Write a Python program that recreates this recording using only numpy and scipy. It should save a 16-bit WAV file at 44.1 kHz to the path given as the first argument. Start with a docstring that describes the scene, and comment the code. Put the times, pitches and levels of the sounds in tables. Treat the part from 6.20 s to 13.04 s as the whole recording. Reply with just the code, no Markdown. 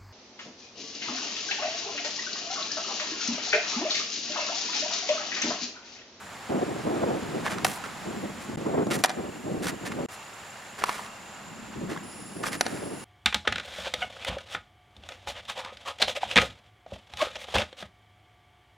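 """Four throws pop into a leather glove in a fielding drill on a dirt infield, each with a short echo.
The ball rings the damped pocket and slaps out a crack; cleats knock and scuff the grit around each catch.
Gusts buffet the microphone over a distant town hum and a low drone, while a cricket and other insects
sing in the grass with their wings. The sound drops out briefly twice."""
import sys
import numpy as np
from scipy import signal
from scipy.fft import rfft, irfft
from scipy.io import wavfile
from scipy.ndimage import uniform_filter1d

SR = 44100
rng = np.random.default_rng(int(sys.argv[2]) if len(sys.argv) > 2 else 0)


def file_out(sig):
    """Save sig as 16-bit WAV at sys.argv[1]."""
    # one column per channel
    cols = np.atleast_2d(sig).T
    # limit, then scale
    lim = np.clip(cols, -1, 1)
    pcm = np.round(lim * 32767).astype(np.int16)
    wavfile.write(sys.argv[1], SR, pcm)


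N = 301718
TIME = np.arange(N) / SR

# Stereo image of the background. Each row: frequency in Hz, left-right likeness (capped in noise_pair).
AMBIENT_LIKENESS = [(60, 0.94), (300, 1), (1400, 0.74), (7000, 0.7), (13000, 1)]


def amp(db):
    """Decibels to gain."""
    return 10 ** (np.asarray(db) / 20)


def unit(x):
    """Scales to rms 1."""
    return x / np.sqrt(np.mean(x ** 2) + 1e-20)


def decay(t, t60_s):
    """Exponential fall, 60 dB in t60_s."""
    return np.exp(-np.log(1000) * t / t60_s)


def read(points, hz):
    """Reads a spectrum table on a log-frequency axis."""
    f, value = np.transpose(points)
    return np.interp(np.log(hz + 1), np.log(f + 1), value)


def follow(rows):
    """Reads a time curve at every sample."""
    return np.interp(TIME, *np.transpose(rows))


def add(mix, start_s, sound):
    """Mixes a sound in at start_s."""
    part = mix[round(start_s * SR):][:len(sound)]
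    part += sound[:len(part)]


def wander(rate_hz):
    """Random motion of rms 1, up to about rate_hz."""
    hz = np.fft.rfftfreq(N, 1 / SR)
    return unit(irfft(rfft(rng.standard_normal(N)) / (1 + (hz / rate_hz) ** 4), N))


def colour(x, points, tilt_db_oct, size=1024):
    """Minimum-phase filter of unit energy with the given spectrum and treble tilt."""
    hz = abs(np.fft.fftfreq(size, 1 / SR))
    log_gain = np.log(amp(read(points, hz) + tilt_db_oct * np.log2(np.maximum(hz, SR / 64) / SR)))
    taps = np.fft.ifft(np.exp(np.conj(signal.hilbert(log_gain)))).real
    return signal.fftconvolve(x, taps / np.linalg.norm(taps))


def noise_pair(points, likeness=AMBIENT_LIKENESS):
    """Two partly alike channels of coloured noise, mid rms 1."""
    hz = np.fft.rfftfreq(N, 1 / SR)
    same = np.clip(read(likeness, hz), -0.9, 0.9)
    mid, side = rfft(rng.standard_normal((2, N))) * amp(read(points, hz))
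    mid = irfft(mid, N)
    side = irfft(side * np.sqrt((1 - same) / (1 + same)), N)
    return np.array([mid + side, mid - side]) / mid.std()


def town(hum_gain_db=2, swell_db=0.5):
    """Far traffic and leaves under the thin high hiss of the verge."""
    # Spectra. Each row: frequency in Hz, relative level in dB.
    hum_spectrum = [(15, -64), (25, -45), (76, -1.5), (160, -1), (211, -13), (267, -4.5), (377, -5),
                    (793, 2.5), (1020, 1), (1120, 1), (1830, -2), (6400, -16.5), (8320, -24), (14100, -120)]
    hiss_spectrum = [(4500, -1), (6200, 0), (7800, 3.5), (8800, 0.5), (10500, 1.5), (12500, -6.5),
                     (16000, -11.5)]
    # Level curves. Each row: time in seconds, level in dB before gains.
    hum_levels = [(0, -46.5), (.48, -43.5), (1.39, -42.5), (2.4, -45.5), (2.7, -50.5), (3.7, -47),
                  (5.2, -47.5), (6.2, -50.5), (6.84, -48)]
    hiss_levels = [(0, -56.5), (1.2, -53.5), (1.8, -54), (2.5, -56.5), (4.3, -56.5), (5.4, -59.5),
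                   (6.0, -57), (6.84, -54)]
    hum = noise_pair(hum_spectrum) * amp(follow(hum_levels) + hum_gain_db + swell_db * wander(14))
    return hum + noise_pair(hiss_spectrum) * amp(follow(hiss_levels))


def drone():
    """A far, narrow band of low noise swells and fades."""
    # Swell. Each row: time in seconds, level in dB.
    levels = [(0, -56.5), (1.9, -52), (2.32, -45), (2.6, -66), (4.4, -61.5), (4.7, -53.5), (5.3, -58),
              (5.65, -41.5), (5.87, -58), (6.84, -51)]
    band_hz_db = [(90, -17), (165, -5.5), (205, 3), (250, -6), (380, -45), (900, -90)]
    return noise_pair(band_hz_db) * amp(follow(levels))


def insects(waver_db=1.7, rate_jitter=0.063, fade_s=0.0063):
    """Each song is a narrow wing resonance, pulsed by the wing strokes."""
    # Each row: start and end in seconds, centre and width in Hz, level in dB, strokes per second,
    # stroke depth from 0 to 1.
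    songs = [(0, 7, 7300, 235, -58.5, 36, 0.4), (0, 7, 6900, 360, -60.5, 16, 0.2),
             (.42, .82, 9100, 130, -65, 30, .2), (5.83, 7, 10100, 660, -53.5, 70, 0),
             (5.83, 7, 9570, 620, -57.5, 70, .15), (5.83, 7, 5160, 894, -60, 82, 0.1)]
    out = np.zeros((2, N))
    for start_s, end_s, hz, width_hz, db, stroke_hz, depth in songs:
        band = [(hz - 3 * width_hz, -70), (hz - width_hz, -13), (hz - width_hz / 3, 0),
                (hz + width_hz / 3, 0), (hz + width_hz, -17), (hz + 2 * width_hz, -70)]
        turns = np.cumsum(stroke_hz * (1 + rate_jitter * wander(5.3))) / SR
        strokes = unit(1 + depth * np.cos(2 * np.pi * turns))
        gate = np.clip(np.minimum(TIME - start_s, end_s - TIME) / fade_s, 0, 1)
        out += noise_pair(band) * strokes * amp(db + waver_db * wander(24)) * gate
    return out


def cricket(centre_hz=2760, stroke_hz=29.9, sag_hz=160, scatter_hz=70, waver_db=1.5):
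    """One short note per wing stroke, sagging in pitch as the wing slows; the grass blurs it."""
    # Trill. Each row: time in seconds, level in dB.
    levels = [(0, -70), (1.5, -75), (2.5, -72), (3.1, -60), (4.3, -60), (4.95, -59), (5.4, -62),
              (5.9, -61.5), (6.84, -60)]
    stroke = (TIME * stroke_hz) % 1
    envelope = np.sin(np.pi * stroke) ** 4
    pitch_hz = centre_hz - sag_hz * (stroke - 0.5) + scatter_hz * wander(128)
    tone = np.sin(2 * np.pi * np.cumsum(pitch_hz) / SR)
    return unit(envelope * tone) * amp(follow(levels) + waver_db * wander(16))


def gusts(rise_s=0.017, fall_s=0.045, sag_db_per_s=8):
    """Wind level and brightness in dB: each gust rises fast, sags and drops back into the breeze."""
    # Breeze between gusts. Each row: time in seconds, level in dB.
    breeze = [(0, -63.5), (1.5, -52.5), (2.2, -48), (3.0, -45), (3.8, -46), (3.9, -74), (5.2, -59),
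              (6.0, -49.5), (6.84, -44.5)]
    # Gusts. Each row: start and length in seconds, level and brightness in dB.
    bursts = [(0.289, 0.18, -30, 2), (0.452, .2, -34, 0), (0.631, 0.38, -28.5, 1.5),
              (1.002, 0.54, -35.5, -2.5), (1.138, 0.075, -30, 1.5), (1.847, 0.1, -33, -1),
              (1.922, .22, -39.5, -1), (2.023, 0.054, -31.5, -3), (2.278, 0.34, -37.5, -2.5),
              (2.452, 0.22, -29.5, 2), (2.569, .07, -27, 2.5), (2.652, 0.18, -30, 0.5),
              (2.959, 0.16, -34.5, 0), (3.232, 0.352, -33, -1.5), (3.611, 0.22, -38.5, -1),
              (3.774, 0.12, -32, 0), (5.244, 0.47, -53, -7), (5.545, 0.075, -37.5, -5),
              (5.6, 0.2, -36.5, -3), (6.143, .27, -39.5, -0.5), (6.446, 0.35, -37, 0.5)]
    power, weighted_bright = amp(follow(breeze)) ** 2, np.zeros(N)
    for start_s, length_s, db, bright_db in bursts:
        t = np.arange(0, length_s, 1 / SR)
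        shape = np.minimum(t / rise_s, 1) * np.minimum((length_s - t) / fall_s, 1)
        gust_power = (shape * amp(db - sag_db_per_s * t)) ** 2
        add(power, start_s, gust_power)
        add(weighted_bright, start_s, gust_power * bright_db)
    return 10 * np.log10(power), weighted_bright / power


def wind(lump_db=2, lump_hz=32, split_hz=280, strong_db=-33, tilt_per_db=0.25, likeness=0.9):
    """Eddies hit the microphone in lumps; stronger gusts move their weight up in pitch."""
    # Buffeting. Each row: frequency in Hz, relative level in dB.
    spectrum = [(25, -40), (60, -17.5), (110, -6.5), (200, 0), (330, 1), (480, -3.5), (700, -7.5),
                (1000, -16.5), (2000, -31.5), (4500, -47), (9000, -61), (16000, -81)]
    # The air reaches the left port first. Each row: frequency in Hz, phase lead in radians.
    port_lead = [(20, .3), (60, 0.32), (120, 0.49), (220, 0.96), (420, 1.27), (800, 1.82), (1500, 1.04),
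                 (4000, 1.3)]
    level_db, bright_db = gusts()
    level_db += lump_db * wander(lump_hz)
    lead_rad = read(port_lead, np.fft.rfftfreq(N, 1 / SR))
    air = noise_pair(spectrum, [(1, likeness)])
    air = irfft(rfft(air) * np.exp(0.5j * np.array([lead_rad, -lead_rad])), N)
    air /= air.mean(0).std()
    low = signal.sosfiltfilt(signal.butter(2, split_hz, fs=SR, output="sos"), air)
    tilt_db = tilt_per_db * np.clip(level_db - strong_db, -18, 4) + bright_db
    return amp(level_db) * (low * amp(-tilt_db) + (air - low) * amp(tilt_db))


def field(x, near_db=-15, near_t60_s=0.019, far_db=-21, far_t60_s=0.92, echoes_per_s=2000):
    """The ground scatters a little at once; fence and trees return a faint, dull tail."""
    t = np.arange(SR) / SR
    near, mid, side = rng.standard_normal((3, SR)) * (rng.random((3, SR)) < echoes_per_s / SR)
    near = signal.lfilter(*signal.butter(1, 4000, fs=SR), near * decay(t, near_t60_s))
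    far = np.array([mid + side / 2, mid - side / 2]) * decay(t, far_t60_s) * np.minimum(t / 0.014, 1)
    far = signal.lfilter(*signal.butter(2, 2200, fs=SR), far)
    taps = amp(near_db) * np.array([near, -near]) / np.linalg.norm(near)
    taps += amp(far_db) * far / np.linalg.norm(far[0])
    return x + signal.fftconvolve(x[None], taps, axes=1)[:, :N]


def sliding_sole(strokes, peak_at, grains_per_s=15000, spread_db=5):
    """A sole crushes a stream of sand grains, pressing hardest at the share peak_at of each stroke."""
    # Grit. Each row: frequency in Hz, relative level in dB.
    spectrum = [(150, -12), (500, -1), (1000, -1), (1700, 3), (3000, -5), (4500, -7), (7000, -9),
                (8500, -11), (10500, -11), (13000, -20), (16000, -30)]
    out = np.zeros(N)
    sizes = amp(spread_db * np.minimum(rng.exponential(1, N), 5)) * rng.choice([-1., 1.], N)
    grains = unit(sizes * (rng.random(N) < grains_per_s / SR))
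    for start_s, length_s, db, tilt_db_oct in strokes:
        stroke = grains[round(start_s * SR):][:round(length_s * SR)]
        pressure = np.interp(np.linspace(0, 1, len(stroke)), [0, peak_at, 1], [0, 1, 0]) ** 0.64
        add(out, start_s, amp(db) * colour(stroke * pressure, spectrum, tilt_db_oct))
    return out


def scuffs():
    """Soles twist or drag on grit; the lunging foot skids to rest after a catch."""
    # Each row: start and length in seconds, level in dB, treble tilt in dB per octave.
    twists = [(1.243, .047, -29.5, -2.5), (1.289, 0.069, -33, -1.5), (1.64, 0.029, -36, -2.5),
              (2.205, .058, -46.5, 2.5), (2.702, 0.039, -26, -1), (2.733, .038, -29, 1.5),
              (2.776, 0.045, -40.5, 2), (3.422, .05, -33.5, 1), (3.465, 0.048, -29, .5),
              (3.648, 0.047, -35, -0.5), (3.712, 0.025, -37, -3.5), (3.905, 0.066, -46.5, 4),
              (4.579, 0.036, -36.5, -1.5), (4.61, 0.041, -31.5, -4), (5.687, 0.076, -36.5, -2.5),
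              (6.228, 0.032, -32.5, -2), (6.255, .045, -29, 0), (6.315, 0.055, -32.5, 0)]
    skids = [(1.453, 0.14, -38, 5.5), (4.655, .24, -37.5, 0), (6.470, 0.21, -43, -0.5)]
    return sliding_sole(twists, peak_at=0.35) + sliding_sole(skids, peak_at=0.039)


def contact(thump_db, body_hz, body_t60_s, crack_db, crack_t60_s, tilt_db_oct,
            thump_rise_s=0.0004, crack_rise_s=0.00028):
    """One contact rings a damped body and throws off a tick and a short crack."""
    # Pocket modes, a heavily damped cup. Each row: ratio to body_hz, level in dB, share of body_t60_s.
    pocket_modes = [(0.491, -21.5, 1.0), (1, 3.5, 0.99), (1.199, -2, 0.96), (1.92, -7, 0.55),
                    (3.299, -18.5, 0.53)]
    # Brief high tones that colour the crack. Each row: frequency in Hz, level in dB,
    # t60 in seconds before damping.
    crack_tones = [(1499, -15, 0.044), (2630, -27, 0.048), (3770, -12.5, 0.022), (4790, -22, 0.031),
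                   (5780, -15, 0.022), (6950, -50, 0.015), (9350, -23, 0.022)]
    # Crack. Each row: frequency in Hz, relative level in dB.
    spectrum = [(150, -14), (500, -9.5), (1400, 6), (2400, 0.5), (3200, -3.5), (4300, -3), (6500, -8.5),
                (8300, -12), (10000, -10), (13000, -21), (16000, -40)]
    t = np.arange(SR // 10) / SR
    thump = sum(amp(db) * decay(t, body_t60_s * share) * np.sin(2 * np.pi * body_hz * ratio * t)
                for ratio, db, share in pocket_modes)
    ring = sum(amp(db) * decay(t, t60_s) * np.sin(2 * np.pi * hz * t) for hz, db, t60_s in crack_tones)
    damping = np.exp(-t / crack_t60_s)  # brief contacts ring less
    slap = rng.choice([-1., 1.], len(t)) * decay(t, crack_t60_s) * (1 - np.exp(-t / crack_rise_s))
    slap[0] = amp(3)  # tick of the first touch
    out = amp(thump_db) * thump * (1 - np.exp(-t / thump_rise_s))
    out += amp(crack_db) * colour(slap, spectrum, tilt_db_oct)[:len(t)]
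    out += amp(crack_db + tilt_db_oct) * ring * damping
    highpass = signal.butter(2, 150, "high", fs=SR, output="sos")  # the contact carries no deep bass
    return signal.sosfilt(highpass, out)


def knocks(knock_t60_s=0.021, click_t60_s=0.009):
    """Short dull knocks: cleats on dirt and late echoes of the catches."""
    # Each row: start in seconds, knock level in dB, knock pitch in Hz, click level in dB.
    events = [(1.2638, -22, 1120, -33), (1.2700, -24, 1790, -37.5), (1.279, -24, 1690, -40),
              (1.384, -36, 1320, -25.5), (1.6396, -25, 1370, -31), (2.669, -20, 287, -31),
              (3.4693, -30, 1480, -22), (3.720, -45, 1380, -30), (4.793, -26, 943, -36),
              (4.863, -44.5, 1110, -31), (5.763, -27.5, 1110, -34), (5.7745, -29, 1660, -31),
              (6.239, -21.5, 1210, -33)]
    out = np.zeros(N)
    for start_s, knock_db, hz, click_db in events:
        add(out, start_s, contact(knock_db, hz, knock_t60_s, click_db, click_t60_s, tilt_db_oct=-1.5))
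    return out


def catches(rebound_s=0.02, rebound_t60_s=0.022, echo_cutoff_hz=5500, scatter_s=0.012, scatter_db=-9):
    """The ball slaps the glove, seats and rebounds; a wall echoes the pop, a nearer fence scatters it."""
    # Each row: start in seconds, pocket pitch in Hz, pocket t60 in seconds, thump and crack in dB,
    # crack t60 and seating delay in seconds, seating and rebound in dB, echo delay in seconds, echo in dB.
    throws = [(1.4462, 757, 0.024, -28, -14, 0.031, .0026, -14, -24, .069, -20),
              (2.838, 758, 0.021, -16, -10.5, 0.03, 0.0082, -11.5, -21, .0562, -12),
              (4.6385, 1100, 0.011, -8, -17, 0.014, .006, -27, -38, .055, -4.5),
              (6.4097, 720, 0.014, -13.5, -11.5, 0.016, .0052, -23, -45, 0.055, -8)]
    out = np.zeros(N)
    for (start_s, hz, t60_s, thump_db, crack_db, crack_t60_s,
         seat_s, seat_db, rebound_db, echo_s, echo_db) in throws:
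        pop = contact(thump_db, hz, t60_s, crack_db, crack_t60_s, tilt_db_oct=2.1)
        seat = contact(seat_db, hz, t60_s, seat_db - 5, crack_t60_s, tilt_db_oct=0.2)
        rebound = contact(rebound_db - 5, hz, t60_s, rebound_db, rebound_t60_s, tilt_db_oct=1.5)
        add(pop, seat_s, seat)
        add(pop, rebound_s, rebound)
        echo = amp(echo_db) * signal.lfilter(*signal.butter(1, echo_cutoff_hz, fs=SR), pop)
        fence = rng.standard_normal(len(pop))[:round(scatter_s * SR)]
        scatter = amp(scatter_db) * signal.fftconvolve(echo, fence / np.linalg.norm(fence))
        add(out, start_s, pop)
        add(out, start_s + echo_s, echo)
        add(out, start_s + echo_s - scatter_s, scatter)
    return out


def scene():
    """The player just right of centre, in the open air."""
    player = field(knocks() + scuffs() + catches()) * amp([[-0.3], [0.3]])
    return player + wind() + town() * amp([[-0.4], [0.4]]) + drone() + insects() + cricket()


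def record(dry, dropout_db=-33.5, cutoff_hz=15900):
    """Two short dropouts, then the band limit."""
    # Each row: start and end in seconds.
    dropouts = [(2.360, 2.372), (3.862, 3.886)]
    gain = np.ones(N)
    for start_s, end_s in dropouts:
        gain[(TIME > start_s) & (TIME < end_s)] = amp(dropout_db)
    lowpass = signal.firwin(511, cutoff_hz, window=("kaiser", 9), fs=SR)
    return signal.oaconvolve(dry * uniform_filter1d(gain, size=48), lowpass[None], "same")


dry = scene()
out = record(dry)
file_out(out)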